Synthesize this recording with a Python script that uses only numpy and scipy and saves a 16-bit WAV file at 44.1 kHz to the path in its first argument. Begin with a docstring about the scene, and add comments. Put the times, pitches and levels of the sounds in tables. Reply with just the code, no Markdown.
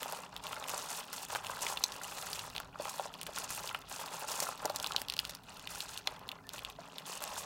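"""Two hands stir folded paper stars, dice and plastic toys in a shallow tray, close to the microphone.
From the first stroke on, paper crinkles, plastic patters and clicks, and falling pieces knock on the tray.
At 1.8 s a hard piece pings and bounces. The clicks crowd together from 4.3 to 5.4 s.
Plastic squeaks faintly at 6.4 s; the last stroke crunches a star at 7.4 s.
A small room with a low ventilation drone lies behind throughout."""
import sys
import numpy as np
from scipy import signal
from scipy.io import wavfile
from scipy.ndimage import uniform_filter1d

SR = 44100
rng = np.random.default_rng(int(sys.argv[2]) if len(sys.argv) > 2 else 0)


def to_wav(sig):
    """Store sig (one row per channel, or 1-D mono) as 16-bit WAV at the path in sys.argv[1].

    Samples outside -1..1 are clipped; the rate is SR.
    """
    pcm = np.clip(np.atleast_2d(sig), -1, 1) * 32767
    pcm = np.round(pcm).astype(np.int16)
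    wavfile.write(sys.argv[1], SR, pcm.T)  # frames by channels


N = 328545
TIME_S = np.arange(N) / SR
USUAL_EFFORT_DB = -53
GRAZE_LEAD_S = .003

# finger strokes: (start [s], length [s], effort [dB], push against the tray [dB])
FINGER_STROKES = [(0.01, 0.172, -51.5, -47.5), (0.172, 0.07, -59, -51.5), (0.327, 0.11, -68.5, -53.5),
                  (0.441, 0.23, -54, -47.5), (0.685, 0.13, -46.5, -46), (0.814, 0.058, -49.5, -49.5),
                  (0.895, 0.099, -45.5, -47.5), (1.088, 0.04, -56.5, -55), (1.135, 0.1, -49, -51),
                  (1.303, 0.061, -47.5, -44.5), (1.441, 0.51, -51.5, -48.5), (1.617, 0.1, -43.5, -44),
                  (1.718, 0.81, -55, -49.5), (2.028, 0.14, -50.5, -49.5), (2.173, 0.226, -48, -49),
                  (2.419, 0.05, -53, -50), (2.555, 0.06, -62, -52), (2.736, 0.05, -74, -54),
                  (2.811, 0.23, -51.5, -50.5), (2.956, 0.099, -52.5, -50.5), (3.133, 0.11, -65.5, -56.5),
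                  (3.272, 0.1, -58.5, -53.5), (3.36, 0.09, -47, -48.5), (3.504, 0.075, -45, -52),
                  (3.577, 0.12, -50.5, -48), (3.733, 0.045, -60.5, -53.5), (3.907, 0.12, -48.5, -50.5),
                  (3.997, 0.17, -54, -47), (4.131, 0.099, -49.5, -47), (4.286, 0.14, -44.5, -45.5),
                  (4.438, 0.07, -47.5, -47), (4.602, 0.11, -57, -48), (4.745, 0.27, -54.5, -49),
                  (5.094, 0.077, -64, -58), (5.203, 0.13, -58, -56), (5.485, 0.31, -61, -57),
                  (5.711, 0.13, -49.5, -53), (5.887, 0.09, -53, -57.5), (6.067, 0.084, -64.5, -51.5),
                  (6.19, 0.16, -77.5, -54.5), (6.536, 0.042, -56, -53.5), (6.616, 0.083, -63, -54),
                  (6.805, 0.18, -67.5, -57), (6.957, 0.092, -62, -55.5), (7.079, 0.085, -48, -50),
                  (7.22, 0.66, -51, -47)]
# tray jostled under the heap: (frequency [Hz], gain [dB])
JOSTLE_SPECTRUM = [(100, -11), (330, -15.5), (410, -7.5), (490, -4.5), (560, -4), (610, 1.5), (690, -3.5),
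                   (820, 3.5), (1100, 1.5), (1250, -1), (1400, -4.5), (1900, -11.5), (2600, -4.5),
                   (5000, -77)]
# pattering plastic: (frequency [Hz], gain [dB])
PATTER_SPECTRUM = [(600, -27), (1400, 3.5), (2200, -6.5), (2550, 4), (3100, 1), (3800, 0), (4800, -2.5),
                   (7000, -12), (16000, -24)]
# crinkling paper: (frequency [Hz], gain [dB])
CRINKLE_SPECTRUM = [(1200, -8), (3000, -13.5), (5000, -6.5), (6500, -3.5), (8500, -4), (11000, -8),
                    (15000, -11.5), (16000, -12.5)]
# loudest plastic collisions: (time [s], level [dB], pitch [Hz], chatter t60 [s])
PLASTIC_CLICKS = [(0.031, -40, 3000, 0.0048), (0.3644, -40, 3670, 0.0052), (0.468, -39.5, 3500, 0.0074),
                  (0.53, -39.5, 2920, 0.006), (0.6406, -41.5, 2910, 0.0053), (1.13, -42.5, 5550, 0.014),
                  (1.35, -38, 3480, 0.0062), (1.358, -38, 2920, 0.019), (1.4468, -44, 2640, 0.0046),
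                  (1.468, -41, 3020, 0.006), (1.666, -32.5, 2600, 0.014), (1.7727, -33, 3300, 0.022),
                  (1.8384, -28, 5600, 0.011), (1.8399, -28.5, 4900, 0.0055), (1.921, -42, 3900, 0.006),
                  (2.3308, -35.5, 4830, 0.022), (2.3922, -37.5, 3900, 0.024), (2.551, -45, 3220, 0.01),
                  (2.5636, -36.5, 3470, 0.0055), (2.5806, -36.5, 3450, 0.006), (2.8543, -45, 2700, 0.011),
                  (3.1399, -44.5, 3220, 0.011), (3.2135, -42, 3030, 0.029), (3.266, -42, 3480, 0.019),
                  (3.6751, -40, 3630, 0.0044), (3.6925, -39, 2930, 0.006), (3.7467, -34, 2630, 0.027),
                  (4.3163, -37, 5800, 0.044), (4.4025, -32, 6100, 0.025), (4.4261, -34.5, 6240, 0.082),
                  (4.6549, -35, 6000, 0.017), (4.6979, -39.5, 4230, 0.026), (4.7608, -35, 5600, 0.0034),
                  (4.7664, -43, 4400, 0.0063), (4.7998, -37.5, 4240, 0.0071), (4.8439, -33.5, 3600, 0.0053),
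                  (4.8635, -34, 3630, 0.0058), (4.8712, -39.5, 5100, 0.012), (4.921, -37, 3870, 0.0044),
                  (4.9636, -25, 3560, 0.0066), (4.981, -42, 3390, 0.011), (5.085, -39, 3800, 0.0018),
                  (5.0995, -31.5, 3870, 0.0025), (5.1228, -41, 3700, 0.012), (5.1384, -39, 4200, 0.0069),
                  (5.1667, -40, 3740, 0.0056), (5.1789, -50, 4200, 0.005), (5.191, -26.5, 3930, 0.012),
                  (5.2515, -37.5, 4080, 0.0018), (5.295, -41.5, 5330, 0.039), (5.35, -44, 4560, 0.018),
                  (5.6733, -38, 3160, 0.014), (5.8049, -35, 3860, 0.014), (5.9758, -37.5, 4040, 0.0068),
                  (6.0732, -27, 3460, 0.0095), (6.0738, -39, 2100, 0.008), (6.2903, -37, 3420, 0.0066),
                  (6.3162, -40.5, 3050, 0.019), (6.492, -41.5, 3840, 0.0023), (6.5813, -45.5, 3360, 0.0091),
                  (6.5919, -43.5, 3150, 0.0068), (6.649, -36.5, 3260, 0.003), (6.7, -47, 3610, 0.02),
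                  (6.9833, -40, 3600, 0.003)]
# radiation of small plastic pieces: (frequency [Hz], gain [dB])
PLASTIC_SPECTRUM = [(200, -2), (1400, 6), (2100, 0.5), (2800, 1.5), (4700, -0.5), (5600, -0.5)]
# sharp contact: (frequency [Hz], gain [dB])
CONTACT_SPECTRUM = [(200, -12), (1000, -1.5), (4000, -6.5), (7500, -5), (11000, -5.5), (16000, -5.5)]
# heaviest drops on the tray: (time [s], relative level [dB], ring centre [Hz])
TRAY_KNOCKS = [(0.0573, -39.5, 750), (0.1332, -45, 980), (0.5298, -40.5, 1180), (0.7374, -36.5, 820),
               (1.3501, -36, 1080), (1.3578, -34, 1070), (1.4972, -37.5, 1010), (1.7246, -40, 1030),
               (2.6014, -41.5, 1260), (2.7987, -35.5, 556), (2.8538, -38.5, 840), (2.8794, -40, 940),
               (2.9961, -32, 750), (3.0557, -41.5, 730), (3.2915, -43, 664), (3.748, -37.5, 1240),
               (4.2238, -42, 980), (4.3907, -41, 1010), (4.4228, -38, 637), (4.4893, -37.5, 930),
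               (4.6495, -33.5, 696), (4.6565, -31.5, 700), (4.6992, -33.5, 700), (4.8434, -41, 1160),
               (4.9087, -39.5, 1300), (4.9469, -38, 1040), (6.0733, -39.5, 930), (6.7872, -43.5, 696)]
# tray modes: (frequency [Hz], gain [dB], t60 [s])
TRAY_RESONANCES = [(389, -10.5, 0.053), (589, 3.5, 0.029), (805, -3.5, 0.048), (930, 5, 0.016),
                   (1160, -5, 0.024), (1404, 6.5, 0.017), (2070, -8, 0.02)]
# hard piece, struck and bouncing: (time [s], relative level [dB])
PING_BOUNCES = [(1.8386, -17), (1.8512, -38), (1.855, -47), (1.861, -30)]
# its modes: (frequency [Hz], gain [dB], t60 [s])
PING_MODES = [(4100, 0.5, 0.015), (6240, -2.5, 0.029), (6400, -22, 0.076), (7750, -6, 0.023)]
# loudest stars crushed or dragged: (time [s], relative level [dB], length [s])
STAR_CRUNCHES = [(0.6976, -43, 0.007), (0.777, -39.5, 0.0048), (1.6183, -37, 0.013), (1.7307, -45, 0.0086),
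                 (2.8918, -40.5, 0.011), (3.5308, -47, 0.007), (4.826, -40, 0.005), (6.5324, -46, 0.009),
                 (7.372, -38, 0.04)]
# a whole star giving way: (frequency [Hz], gain [dB])
CRUNCH_SPECTRUM = [(800, -32), (2500, -6.5), (4500, -1), (6700, 5), (8500, 2), (11000, -1), (16000, -12)]
# tiny hard beads meeting: (time [s], level [dB])
BEAD_TICKS = [(0.031, -40), (0.124, -38), (0.695, -36), (1.2508, -40), (2.6012, -42), (3.2142, -41.5),
              (3.232, -40), (3.268, -42.5), (3.386, -33.5), (3.5052, -37), (4.4377, -39), (5.0176, -35),
              (5.098, -53), (5.1991, -38.5), (7.225, -40.5), (7.2395, -36)]
# plastic rubbing on plastic: (time [s], length [s], level [dB], pitch [Hz])
RUB_SQUEAK = (6.435, 0.055, -63, 1781)
# room decay: (frequency [Hz], t60 [s])
ROOM_DECAY = [(200, 0.25), (1000, 0.74), (4000, 0.071), (14000, 0.075)]
# ventilation: (frequency [Hz], gain [dB])
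DRONE_SPECTRUM = [(40, -15), (100, -20.5), (135, -4), (165, 4), (225, -6), (275, 0), (335, -16), (400, -4),
                  (520, -14.5), (750, -6.5), (1200, -16.5), (2200, -42), (6000, -32), (16000, -34)]
# deep rumble: (frequency [Hz], gain [dB])
RUMBLE_SPECTRUM = [(22, -43), (30, -32), (40, -5.5), (47, 7), (55, 4), (66, -11), (100, 0.5), (130, -4),
                   (200, -29), (600, -75)]
# its envelope: (time [s], level [dB])
RUMBLE_LEVELS = [(0, -74), (0.4, -64.5), (1.1, -78), (1.35, -61), (1.8, -68.5), (2.7, -60), (2.95, -72),
                 (3.3, -64.5), (3.98, -64), (4.1, -76), (4.6, -63.5), (6.75, -64), (6.95, -77), (7.15, -78),
                 (7.3, -65)]


def heap(jostle_db, patter_db, crinkle_db):
    """Three contact streams: bumps on the tray, plastic taps, snapping paper."""
    bumps = contacts(jostle_db, rate_per_s=1000, slips_per_s=100, slip_db=1, slip_s=.002, creep=1.7,
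                     spread_db=2, band_hz=(335, 2110), cycles=4.35)
    taps = contacts(patter_db, rate_per_s=1200, slips_per_s=120, slip_db=3.5, slip_s=.00067, creep=2.5,
                    spread_db=3, band_hz=(1334, 7770), cycles=25)
    folds, creases = (
        unit(contacts(crinkle_db, rate_per_s=2500, slips_per_s=110, slip_db=3.5, slip_s=.00088,
                      creep=1.9, spread_db=6, band_hz=band_hz, cycles=6.3))
        for band_hz in [(3000, 8900), (9500, 18600)])
    # gentle strokes lose the finest creases first
    dulling_db = .078 * np.minimum(crinkle_db - USUAL_EFFORT_DB, 0)
    snaps = folds + creases * amp(dulling_db)
    return (amp(.53) * follow(colour(bumps, JOSTLE_SPECTRUM), jostle_db)
            + amp(-1.56) * follow(colour(taps, PATTER_SPECTRUM), patter_db)
            + amp(.8) * follow(colour(snaps, CRINKLE_SPECTRUM), crinkle_db))


def contacts(level_db, rate_per_s, slips_per_s, slip_db, slip_s, creep, spread_db, band_hz, cycles):
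    """Small pieces creep and slip in flurries of ringing contacts; hand pace scales the base rates."""
    pieces, t = 48, TIME_S[:SR // 50]
    pace = unit(amp(level_db)) ** .8
    slip_starts = rng.random(N) < slips_per_s * pace / SR
    slip_sizes = amp(slip_db * np.minimum(rng.exponential(1, N), 3))
    slips = signal.oaconvolve(slip_starts * slip_sizes, t * np.exp(-t / slip_s))[:N]
    motion = creep * pace ** .65 + unit(slips)
    sizes = motion * amp(spread_db * np.minimum(rng.exponential(1, N), 4)) * rng.choice([-1, 1], N)
    hits = sizes * (rng.random(N) < rate_per_s * np.sqrt(pace) * motion / SR)
    piece, out = rng.integers(0, pieces, N), np.zeros(N)
    for k, hz in enumerate(np.linspace(*band_hz, pieces)):
        out += signal.oaconvolve(hits * (piece == k), burst(ring([(hz, 1, cycles / hz)], t)))[:N]
    return out


def hands():
    """Push drives the jostle, effort the crinkle and, less steeply, the patter."""
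    _, _, effort_db, push_db = np.transpose(FINGER_STROKES)
    jostle_db = stroke_envelope(push_db, rest_db=-66, settle_db_per_s=130.5)
    crinkle_db = stroke_envelope(effort_db, rest_db=-90, settle_db_per_s=239)
    patter_db = -51 + .44 * (crinkle_db - USUAL_EFFORT_DB)
    return jostle_db, patter_db, crinkle_db


def stroke_envelope(peaks_db, rest_db, settle_db_per_s, bite_db_per_s=405, ease_db_per_s=9):
    """Level [dB]: each stroke bites, eases, then settles to the slight stir of resting hands."""
    t, level_db = TIME_S[::64], rest_db
    for (start_s, length_s, *_), peak_db in zip(FINGER_STROKES, peaks_db):
        bite_db = bite_db_per_s * np.maximum(start_s - t, 0)
        ease_db = ease_db_per_s * np.clip(t - start_s, 0, length_s)
        settle_db = settle_db_per_s * np.maximum(t - start_s - length_s, 0)
        level_db = np.maximum(level_db, peak_db - bite_db - ease_db - settle_db)
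    return np.interp(TIME_S, t, level_db)


def plastic_clicks(rows, cycles=8, scatter=.03, graze_s=.00038, usual_db=-36.5, usual_hz=3800):
    """A hard contact spits treble and rings four quickly damped plastic modes."""
    out, t = np.zeros(N), TIME_S[:SR // 25]
    for time_s, db, hz, t60_s in rows:
        detune = np.exp(scatter * rng.standard_normal(4) * [1, 0, 1, 1])
        modes_hz = hz * np.array([.77, 1, 1.2, 1.6]) * detune
        shell = ring(zip(modes_hz, [-.43, .84, -.72, -.031], cycles / modes_hz), t)
        force = chatter(t, t60_s, graze_s, firmness=8)
        body = colour(signal.fftconvolve(force, shell), PLASTIC_SPECTRUM)
        crack = colour(chatter(t, t60_s + .003, graze_s, firmness=4), CONTACT_SPECTRUM)
        # harder blows and smaller, higher pieces spit more treble
        crack_db = -43.5 + .54 * (db - usual_db) + 11 * np.log2(hz / usual_hz)
        add(out, time_s - GRAZE_LEAD_S, amp(db) * burst(body))
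        add(out, time_s - GRAZE_LEAD_S, amp(crack_db) * burst(crack))
    return out


def chatter(t, t60_s, graze_s, firmness):
    """Two surfaces graze, meet in one blow at GRAZE_LEAD_S and chatter to rest."""
    since_s = t - GRAZE_LEAD_S
    envelope = np.exp(np.minimum(since_s, 0) / graze_s) * amp(-60 * np.maximum(since_s, 0) / t60_s)
    blow = firmness * signal.unit_impulse(len(t), np.argmin(abs(since_s)))
    return rng.choice([-1, 1], len(t)) * envelope + blow


def tray_knocks(rows, width_octaves=.47, scatter=.048):
    """A falling piece rings the tray's modes around a centre set by its weight and landing spot."""
    out, t = np.zeros(N), TIME_S[:SR // 12]
    modes_hz, modes_db, t60_s = np.transpose(TRAY_RESONANCES)
    for time_s, db, centre_hz in rows:
        hz = modes_hz * (1 + scatter * rng.standard_normal(len(modes_hz)))
        excitation = 1 / (1 + (np.log2(hz / centre_hz) / width_octaves) ** 2)
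        gains = amp(modes_db) * excitation * rng.choice([-1, 1], len(hz))
        add(out, time_s, amp(db) * burst(ring(zip(hz, gains, t60_s), t)))
    return colour(out, [(100, -1), (300, 2.5), (500, 2.5)])  # a small tray radiates little bass


def hard_piece(gain_db=-5.5):
    """A bright ping, renewed at each bounce."""
    out = np.zeros(N)
    ping = ring([(hz, amp(db), t60_s) for hz, db, t60_s in PING_MODES], TIME_S[:SR // 5])
    for time_s, db in PING_BOUNCES:
        add(out, time_s, amp(db + gain_db) * ping)
    return out


def star_crunches(rows, gain_db=2.5):
    """Creased paper stutters briefly as it gives way."""
    out, t = np.zeros(N), TIME_S[:SR // 25]
    for time_s, db, length_s in rows:
        stutter = rng.laplace(size=len(t)) * t / length_s * np.exp(-3.2 * t / length_s)
        add(out, time_s, amp(db + gain_db) * burst(colour(stutter, CRUNCH_SPECTRUM)))
    return out


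def bead_ticks():
    """Beads too small to ring give only the sharp contact."""
    out, t = np.zeros(N), TIME_S[:SR // 25]
    for time_s, db in BEAD_TICKS:
        force = chatter(t, t60_s=.0049, graze_s=.00048, firmness=4)
        add(out, time_s - GRAZE_LEAD_S, amp(db) * burst(colour(force, CONTACT_SPECTRUM)))
    return out


def plastic_squeak(waver=.028):
    """Two pieces rub: a thin, wavering tone swells and fades."""
    time_s, length_s, db, hz = RUB_SQUEAK
    out, t = np.zeros(N), np.arange(0, length_s, 1 / SR)
    drift = unit(uniform_filter1d(rng.standard_normal(SR), size=200))[:len(t)]
    tone = np.sin(2 * np.pi * np.cumsum(hz * (1 + waver * drift)) / SR)
    add(out, time_s, amp(db) * unit(np.sin(np.pi * t / length_s) * tone))
    return out


def strays(level_db, over_db, ranges, count, spread_db=6):
    """Chance events riding on a stream: (time [s], level [dB], one draw per (low, high) range)."""
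    draws = rng.random((count, 2 + len(ranges)))
    onsets = ((np.arange(count) + draws[:, 0]) / count * (N - 1)).astype(int)
    events_db = level_db[onsets] + over_db + spread_db * (draws[:, 1] - .5)
    low, high = np.transpose(ranges)
    columns = low + (high - low) * draws[:, 2:]
    return list(zip(onsets / SR, events_db, *columns.T))


def room(x, early_db=-16, early_t60_s=.027, tail_db=-22, echoes_per_s=4000):
    """Quick reflections off hands and tray, then a faint tail from the walls."""
    t = TIME_S[:SR // 2]
    echoes = rng.standard_normal(len(t)) * (rng.random(len(t)) < echoes_per_s / SR)
    hz, frames_s, spectra = signal.stft(echoes * (t > .006), SR, nperseg=256)
    decay = amp(-60 * frames_s / value_at(ROOM_DECAY, hz)[:, None])
    tail = signal.istft(spectra * decay, SR, nperseg=256)[1][:len(t)]
    early = echoes * (t > .0008) * amp(-60 * t / early_t60_s)
    response = amp(early_db) * early / np.linalg.norm(early) + amp(tail_db) * tail / np.linalg.norm(tail)
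    return signal.oaconvolve(x, response)[:N]


def ventilation(drone_db=-60):
    """Steady ventilation noise over a deep, uneven rumble."""
    rumble_db = np.interp(TIME_S, *np.transpose(RUMBLE_LEVELS))
    rumble = unit(colour(rng.standard_normal(N), RUMBLE_SPECTRUM))
    drone = unit(colour(rng.standard_normal(N), DRONE_SPECTRUM))
    return amp(rumble_db) * rumble + amp(drone_db) * drone


def ring(modes, t):
    """Damped sines with a half-cycle rise; modes: (frequency [Hz], gain, t60 [s])."""
    return sum(gain * np.sin(2 * np.pi * hz * t) * (1 - np.exp(-2 * hz * t)) * amp(-60 * t / t60_s)
               for hz, gain, t60_s in modes)


def follow(x, level_db):
    """Levels x to level_db over about 0.1 s, keeping its fine grain."""
    power = uniform_filter1d(uniform_filter1d(unit(x) ** 2, size=2200), size=2200)
    return unit(x) * amp(level_db) / np.sqrt(abs(power) + 1e-4)


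def colour(x, spectrum, size=4096):
    """Minimum-phase filter; attacks stay sharp."""
    log_gain = np.log(amp(value_at(spectrum, abs(np.fft.fftfreq(size, 1 / SR)))))
    taps = np.fft.ifft(np.exp(np.conj(signal.hilbert(log_gain)))).real
    return signal.oaconvolve(x, taps[:size // 2])[:len(x)]


def value_at(points, hz):
    """Interpolates over log frequency."""
    points_hz, values = np.transpose(points)
    return np.interp(np.log(hz + 1), np.log(points_hz + 1), values)


def amp(db):
    """Decibels to gain."""
    return 10 ** (np.asarray(db) / 20)


def unit(x):
    """Scales to unit rms."""
    return x / np.sqrt(np.mean(x ** 2) + 1e-20)


def burst(x):
    """Scales to the energy of 5 ms at unit rms."""
    return x * np.sqrt(.005 * SR / np.sum(x ** 2))


def add(mix, time_s, sound):
    """Mixes a sound in at time_s."""
    part = mix[max(round(time_s * SR), 0):][:len(sound)]
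    part += sound[:len(part)]


def scene():
    """The heap, its loudest pieces and lesser ones shaken loose, in the room; mono."""
    jostle_db, patter_db, crinkle_db = hands()
    small_clicks = strays(patter_db, over_db=2, ranges=[(2700, 4400), (.004, .036)], count=36)
    small_knocks = strays(jostle_db, over_db=5.5, ranges=[(750, 2200)], count=24)
    small_crunches = strays(crinkle_db, over_db=2.5, ranges=[(.003, .013)], count=30)
    near = (heap(jostle_db, patter_db, crinkle_db) + star_crunches(STAR_CRUNCHES + small_crunches)
            + bead_ticks() + plastic_clicks(PLASTIC_CLICKS + small_clicks)
            + tray_knocks(TRAY_KNOCKS + small_knocks) + hard_piece() + plastic_squeak())
    return (near + room(near) + ventilation())[None]


def record(dry, cutoff_hz=16000):
    """Low-pass band limit."""
    lowpass = signal.firwin(401, cutoff_hz, window=("kaiser", 8), fs=SR)
    return signal.oaconvolve(dry, lowpass[None], "same")


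dry = scene()
out = record(dry)
to_wav(out)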